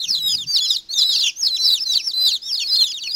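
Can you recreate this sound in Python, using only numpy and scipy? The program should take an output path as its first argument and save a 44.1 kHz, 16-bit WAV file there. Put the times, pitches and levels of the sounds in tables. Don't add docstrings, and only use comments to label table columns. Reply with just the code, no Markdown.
import sys
import numpy as np
from scipy import signal
from scipy.fft import rfft, irfft
from scipy.io import wavfile

SR = 44100
rng = np.random.default_rng(int(sys.argv[2]) if len(sys.argv) > 2 else 0)


def generate_wav(sig):
    pcm = np.round(np.clip(np.atleast_2d(sig).T, -1, 1) * 32767).astype(np.int16)
    wavfile.write(sys.argv[1], SR, pcm)


N = 138915

# (start [s], hold [s], fall [s], first pitch [Hz], mid-hold pitch [Hz], knee pitch [Hz], last pitch [Hz],
#  bend of the fall [exponent], first level [dB], knee level [dB], last level [dB])
PEEP_CALLS = [(0.0, 0.023, 0.037, 4610, 4260, 4083, 2574, 2, -26, -25, -16.5),
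              (0.0, 0.011, 0.085, 4040, 4080, 3870, 2340, 0.96, -10.5, -28, -37),
              (0.022, 0.049, 0.1, 5600, 6310, 6370, 3000, 1.28, -26, -27, -21),
              (0.073, 0.2, 0.086, 4524, 4056, 3786, 2770, 1.36, -33.5, -17, -33.5),
              (0.079, 0.02, 0.11, 6300, 5670, 5390, 2865, 1.05, -13, -15.5, -30.5),
              (0.222, 0.125, 0.047, 5160, 5050, 4976, 3295, 1.75, -31, -15.5, -29.5),
              (0.282, 0.037, 0.033, 3405, 3270, 3160, 2500, 1.4, -23, -31, -27.5),
              (0.381, 0.036, 0.036, 3810, 3672, 3516, 2540, 1.44, -27, -22, -40),
              (0.462, 0.05, 0.095, 5330, 6290, 6490, 3754, 0.92, -28.5, -20.5, -10),
              (0.467, 0.076, 0.053, 4700, 4700, 4562, 2404, 1.4, -28.5, -13.5, -28.5),
              (0.601, 0.05, 0.029, 3477, 3417, 3416, 2470, 1.14, -18.5, -17.5, -49),
              (0.616, 0.05, 0.054, 4520, 5100, 5110, 3243, 1.26, -24, -27.5, -11.5),
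              (0.617, 0.12, 0.077, 5290, 5246, 4900, 3096, 1.0, -31, -19.5, -45),
              (0.637, 0.074, 0.047, 4140, 4050, 3820, 2650, 1.25, -27, -20, -33.5),
              (0.678, 0.057, 0.039, 5770, 5870, 5730, 3080, 1.92, -25, -24, -16.5),
              (0.887, 0.051, 0.0093, 4130, 4366, 4500, 3540, 0.31, -31.5, -18, -29),
              (0.908, 0.045, 0.1, 5625, 6370, 6526, 3071, 1.14, -26.5, -16.5, -23),
              (0.926, 0.063, 0.057, 3706, 3673, 3570, 2550, 1.8, -35.5, -17, -44),
              (0.973, 0.11, 0.098, 4106, 3987, 3919, 2457, 1.49, -22.5, -16, -30),
              (0.981, 0.034, 0.022, 5460, 5010, 4700, 3465, 0.49, -16, -14.5, -19),
              (1.024, 0.15, 0.053, 4790, 5140, 4730, 2300, 1.3, -32.5, -18.5, -32.5),
              (1.068, 0.066, 0.014, 4480, 4240, 3930, 4200, 0.71, -27, -20.5, -26),
              (1.099, 0.076, 0.021, 4820, 4560, 4500, 2470, 1.2, -30, -16, -39),
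              (1.12, 0.048, 0.065, 5740, 6010, 5750, 4470, 0.89, -24, -24.5, -15.5),
              (1.14, 0.0094, 0.018, 4010, 4310, 4370, 3270, 1.25, -27, -15.5, -22),
              (1.182, 0.042, 0.025, 4590, 4270, 3975, 3080, 1.33, -19, -21, -11),
              (1.219, 0.037, 0.022, 3660, 2957, 2820, 2150, 2.4, -25.5, -18, -23.5),
              (1.24, 0.042, 0.02, 3495, 3193, 3030, 2260, 1.2, -26, -13, -36),
              (1.242, 0.043, 0.025, 3604, 3459, 3300, 2213, 1.1, -23.5, -17.5, -36),
              (1.354, 0.055, 0.081, 5690, 6340, 6595, 3737, 0.6, -29, -11, -23.5),
              (1.44, 0.025, 0.041, 4990, 5215, 5090, 2930, 0.48, -20.5, -13, -39),
              (1.475, 0.082, 0.025, 4620, 4100, 3944, 2300, 1.45, -22.5, -18, -37),
              (1.538, 0.092, 0.013, 4960, 5485, 5610, 5430, 1, -34, -18, -22),
              (1.583, 0.15, 0.063, 4106, 4006, 3947, 2403, 1.4, -22.5, -15, -27.5),
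              (1.603, 0.098, 0.044, 4200, 4700, 4840, 3980, 2.8, -20, -25.5, -9),
              (1.638, 0.026, 0.055, 5615, 5295, 5130, 3250, 1.01, -16, -13, -22),
              (1.79, 0.034, 0.025, 4440, 5110, 5330, 3900, 2.5, -30.5, -15.5, -30),
              (1.85, 0.096, 0.07, 4790, 4710, 4585, 2337, 0.77, -38, -27, -25.5),
              (1.851, 0.08, 0.027, 4350, 3995, 3880, 2370, 1.33, -24.5, -17, -35),
              (1.858, 0.049, 0.082, 5650, 6220, 6380, 3600, 0.75, -25, -17.5, -12),
              (1.974, 0.1015, 0.055, 4990, 5440, 5400, 2960, 1.18, -42.5, -16.5, -30.5),
              (2.13, 0.11, 0.066, 4375, 4716, 4904, 3420, 1.56, -36, -20, -21.5),
              (2.131, 0.13, 0.075, 4032, 4061, 4017, 2385, 1.08, -21.5, -13, -43.5),
              (2.223, 0.048, 0.093, 4470, 5010, 5070, 3550, 0.64, -45, -20.5, -19.5),
              (2.29, 0.042, 0.047, 5000, 4770, 4466, 2870, 1.22, -37, -17.5, -26),
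              (2.415, 0.099, 0.064, 4905, 5428, 5466, 3124, 1.05, -32.5, -20.5, -27.5),
              (2.425, 0.051, 0.048, 3555, 3690, 3720, 2530, 1.26, -35.5, -30, -35),
              (2.524, 0.053, 0.06, 4600, 5070, 4710, 3060, 0.49, -18.5, -25.5, -25.5),
              (2.569, 0.088, 0.048, 4330, 4430, 4390, 3250, 1.4, -27.5, -21.5, -40),
              (2.585, 0.027, 0.03, 3960, 3260, 2830, 2290, 2.46, -29, -21.5, -24),
              (2.66, 0.052, 0.056, 4334, 5160, 4870, 2680, 2.7, -25.5, -18.5, -21),
              (2.693, 0.13, 0.077, 3974, 4205, 4184, 2590, 1.3, -21.5, -11.5, -35.5),
              (2.717, 0.04, 0.036, 4600, 4960, 5020, 3730, 1.17, -22.5, -16.5, -18),
              (2.782, 0.035, 0.036, 3760, 3577, 3230, 2400, 1.07, -19, -18.5, -44),
              (2.832, 0.061, 0.032, 3720, 3503, 3410, 2250, 4.4, -18.5, -31.5, -27),
              (2.86, 0.054, 0.029, 4530, 5070, 4986, 3910, 1.33, -36, -24, -32),
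              (2.938, 0.023, 0.038, 3780, 3783, 3700, 2540, 1.25, -21.5, -30, -21),
              (2.992, 0.1, 0.046, 4700, 4460, 4360, 3190, 1.24, -31.5, -24.5, -36),
              (3.002, 0.023, 0.017, 4350, 4130, 3810, 2740, 1.76, -36, -30, -19.5),
              (3.036, 0.02, 0.024, 2950, 2967, 2953, 2290, 2.57, -22.5, -27, -18),
              (3.087, 0.085, 0.0094, 4350, 4902, 4870, 5040, 0.99, -29, -15.5, -32)]
# (pitch [Hz], gain [dB])
FIRST_HARMONIC = [(2200, 1.5), (3000, -3.5), (3650, 1.5), (4080, 2), (4550, -1), (5150, 2), (5800, -8),
                  (6600, -9)]
SECOND_HARMONIC = [(2200, 6.5), (2800, -4), (3400, -9), (3750, -20), (3980, -30), (4600, -29.5)]
THIRD_HARMONIC = [(3200, -32.5), (3750, -27), (4050, -31), (4400, -34.5), (5300, -49)]
# (frequency [Hz], relative level [dB])
AIR_SPECTRUM = [(20, 3), (60, -3.5), (200, -4), (600, -12), (1900, -14.5), (5000, -1), (8000, -25.5),
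                (16000, -38)]
# (start [s], length [s], centre [Hz], level at the crest [dB])
CAMERA_BUMPS = [(0.058, 0.076, 204, -48), (0.12, 0.33, 143, -48.5), (0.396, 0.11, 160, -44.5),
                (0.33, 0.09, 260, -53)]

ATTACK_S, RELEASE_SHARE, FADE_BEND = 0.0071, 0.19, 1.44
SCOOP_SHARE = 0.0304
JITTER_SHARE, JITTER_HZ = 0.00475, 248
HOLD_WOBBLE_DB, FALL_EXTRA_WOBBLE_DB, WOBBLE_HZ = 1.1, 3.2, 200
FLUTTER_AT_HZ, FLUTTER_REACH_HZ, FLUTTER_RATE_HZ, FLUTTER_DEPTH = 5560, 224, 495, 0.8
BRIGHT_DB_PER_S, PLAIN_HOLD_S, FOURTH_VS_THIRD_DB = 78.5, 0.032, -9.5
WALL_DB, WALL_MAX_DELAY_S = -6.5, 0.0076
TAIL_DB, TAIL_T60_S, TAIL_LOW_CUT_HZ = -19, 0.3, 3370


def amp(db):
    return 10 ** (np.asarray(db) / 20)


def unit(x):
    return x / np.sqrt(np.mean(x ** 2) + 1e-20)


def gain_at(points, hz):
    f, db = np.transpose(points)
    return amp(np.interp(hz, f, db))


def add(mix, start_s, sound):
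    part = mix[max(round(start_s * SR), 0):][:len(sound)]
    part += sound[:len(part)]


def noise(shape):
    return unit(irfft(rfft(rng.standard_normal(N)) * shape(np.fft.rfftfreq(N, 1 / SR)), N))


def waver(t, rate_hz):
    knots = rng.standard_normal(256)
    return np.interp(t * rate_hz, np.arange(len(knots)), knots)


def peep(hold_s, fall_s, first_hz, mid_hz, knee_hz, last_hz, bend, first_db, knee_db, last_db):
    t = np.arange(0, hold_s + fall_s, 1 / SR)
    held, fallen = np.clip(t / hold_s, 0, 1), np.clip((t - hold_s) / fall_s, 0, 1)
    roughness = np.sqrt(fallen)
    arch = 1 - (2 * held - 1) ** 2
    hz = first_hz + (knee_hz - first_hz) * held + (mid_hz - (first_hz + knee_hz) / 2) * arch
    hz += (last_hz - knee_hz) * fallen ** bend
    hz *= 1 - SCOOP_SHARE * np.exp(-t / ATTACK_S)
    jitter = JITTER_SHARE * (1 + 2 * roughness) * waver(t, JITTER_HZ)
    phase = 2 * np.pi * np.cumsum(hz * (1 + jitter)) / SR
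    contour_db = first_db + (knee_db - first_db) * held + (last_db - knee_db) * fallen ** FADE_BEND
    wobble_db = (HOLD_WOBBLE_DB + FALL_EXTRA_WOBBLE_DB * roughness) * waver(t, WOBBLE_HZ)
    taper = np.minimum(t / ATTACK_S, 1) * np.minimum((1 - fallen) / RELEASE_SHARE, 1)
    level = amp(contour_db + wobble_db) * taper
    nearness = np.exp(-((mid_hz - FLUTTER_AT_HZ) / FLUTTER_REACH_HZ) ** 2)
    flutter = FLUTTER_DEPTH * nearness * np.sin(np.pi * held ** 2)
    beat = 2 * np.pi * FLUTTER_RATE_HZ * t
    level *= 1 + flutter * np.cos(beat)
    phase += .5 * flutter * np.sin(beat)
    bright = amp(BRIGHT_DB_PER_S * (np.minimum(t, hold_s) - PLAIN_HOLD_S))
    second = gain_at(SECOND_HARMONIC, hz) * np.sqrt(bright)
    third = gain_at(THIRD_HARMONIC, hz) * bright
    gains = [gain_at(FIRST_HARMONIC, hz), second, third, third * amp(FOURTH_VS_THIRD_DB)]
    return level * sum(gain * np.sin(k * phase) for k, gain in enumerate(gains, 1))


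def walls(direct, count=6):
    delays_s = WALL_MAX_DELAY_S * rng.uniform(.1, 1, count)
    signs = rng.choice([-1, 1], count)
    out = np.pad(direct, (0, round(WALL_MAX_DELAY_S * SR) + 1))
    for delay_s, sign in zip(delays_s, signs):
        add(out, delay_s, sign * amp(WALL_DB) / np.sqrt(count) * direct)
    return out * np.linalg.norm(direct) / np.linalg.norm(out)


def chicks():
    peeps = np.zeros(N)
    for start_s, *shape in PEEP_CALLS:
        add(peeps, start_s, walls(peep(*shape)))
    t = np.arange(SR // 2) / SR
    decay = np.exp(-np.log(1000) * t / TAIL_T60_S) * (t > WALL_MAX_DELAY_S)
    low_cut = signal.butter(2, TAIL_LOW_CUT_HZ, "high", fs=SR)
    tail = signal.lfilter(*low_cut, rng.standard_normal(len(t)) * decay)
    return peeps + amp(TAIL_DB) * signal.fftconvolve(peeps, tail / np.linalg.norm(tail))[:N]


def room_tone(air_db=-54.5, hum_hz=323, hum_db=-68):
    air = noise(lambda f: gain_at(AIR_SPECTRUM, f))
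    hum = np.sqrt(2) * np.sin(2 * np.pi * hum_hz * np.arange(N) / SR)
    return amp(air_db) * air + amp(hum_db) * hum


def camera_handling(width_hz=108):
    out = np.zeros(N)
    for start_s, length_s, centre_hz, db in CAMERA_BUMPS:
        band = noise(lambda f: 1 / (1 + (2 * (f - centre_hz) / width_hz) ** 2))
        rumble = unit(band[:round(length_s * SR)])
        add(out, start_s, amp(db) * rumble * np.sqrt(np.hanning(len(rumble))))
    return out


def scene():
    return (chicks() + camera_handling() + room_tone())[None]


def record(dry):
    hiss_db, follow_s, cutoff_hz = -24, 0.0022, 15850
    window = np.hanning(2 * round(follow_s * SR) + 1)
    running_rms = np.sqrt(abs(signal.fftconvolve(dry[0] ** 2, window / window.sum(), "same")))
    hiss = amp(hiss_db) * running_rms * rng.standard_normal(N)
    lowpass = signal.firwin(511, cutoff_hz, window=("kaiser", 9), fs=SR)
    return signal.oaconvolve(dry + hiss, lowpass[None], "same")


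dry = scene()
out = record(dry)
generate_wav(out)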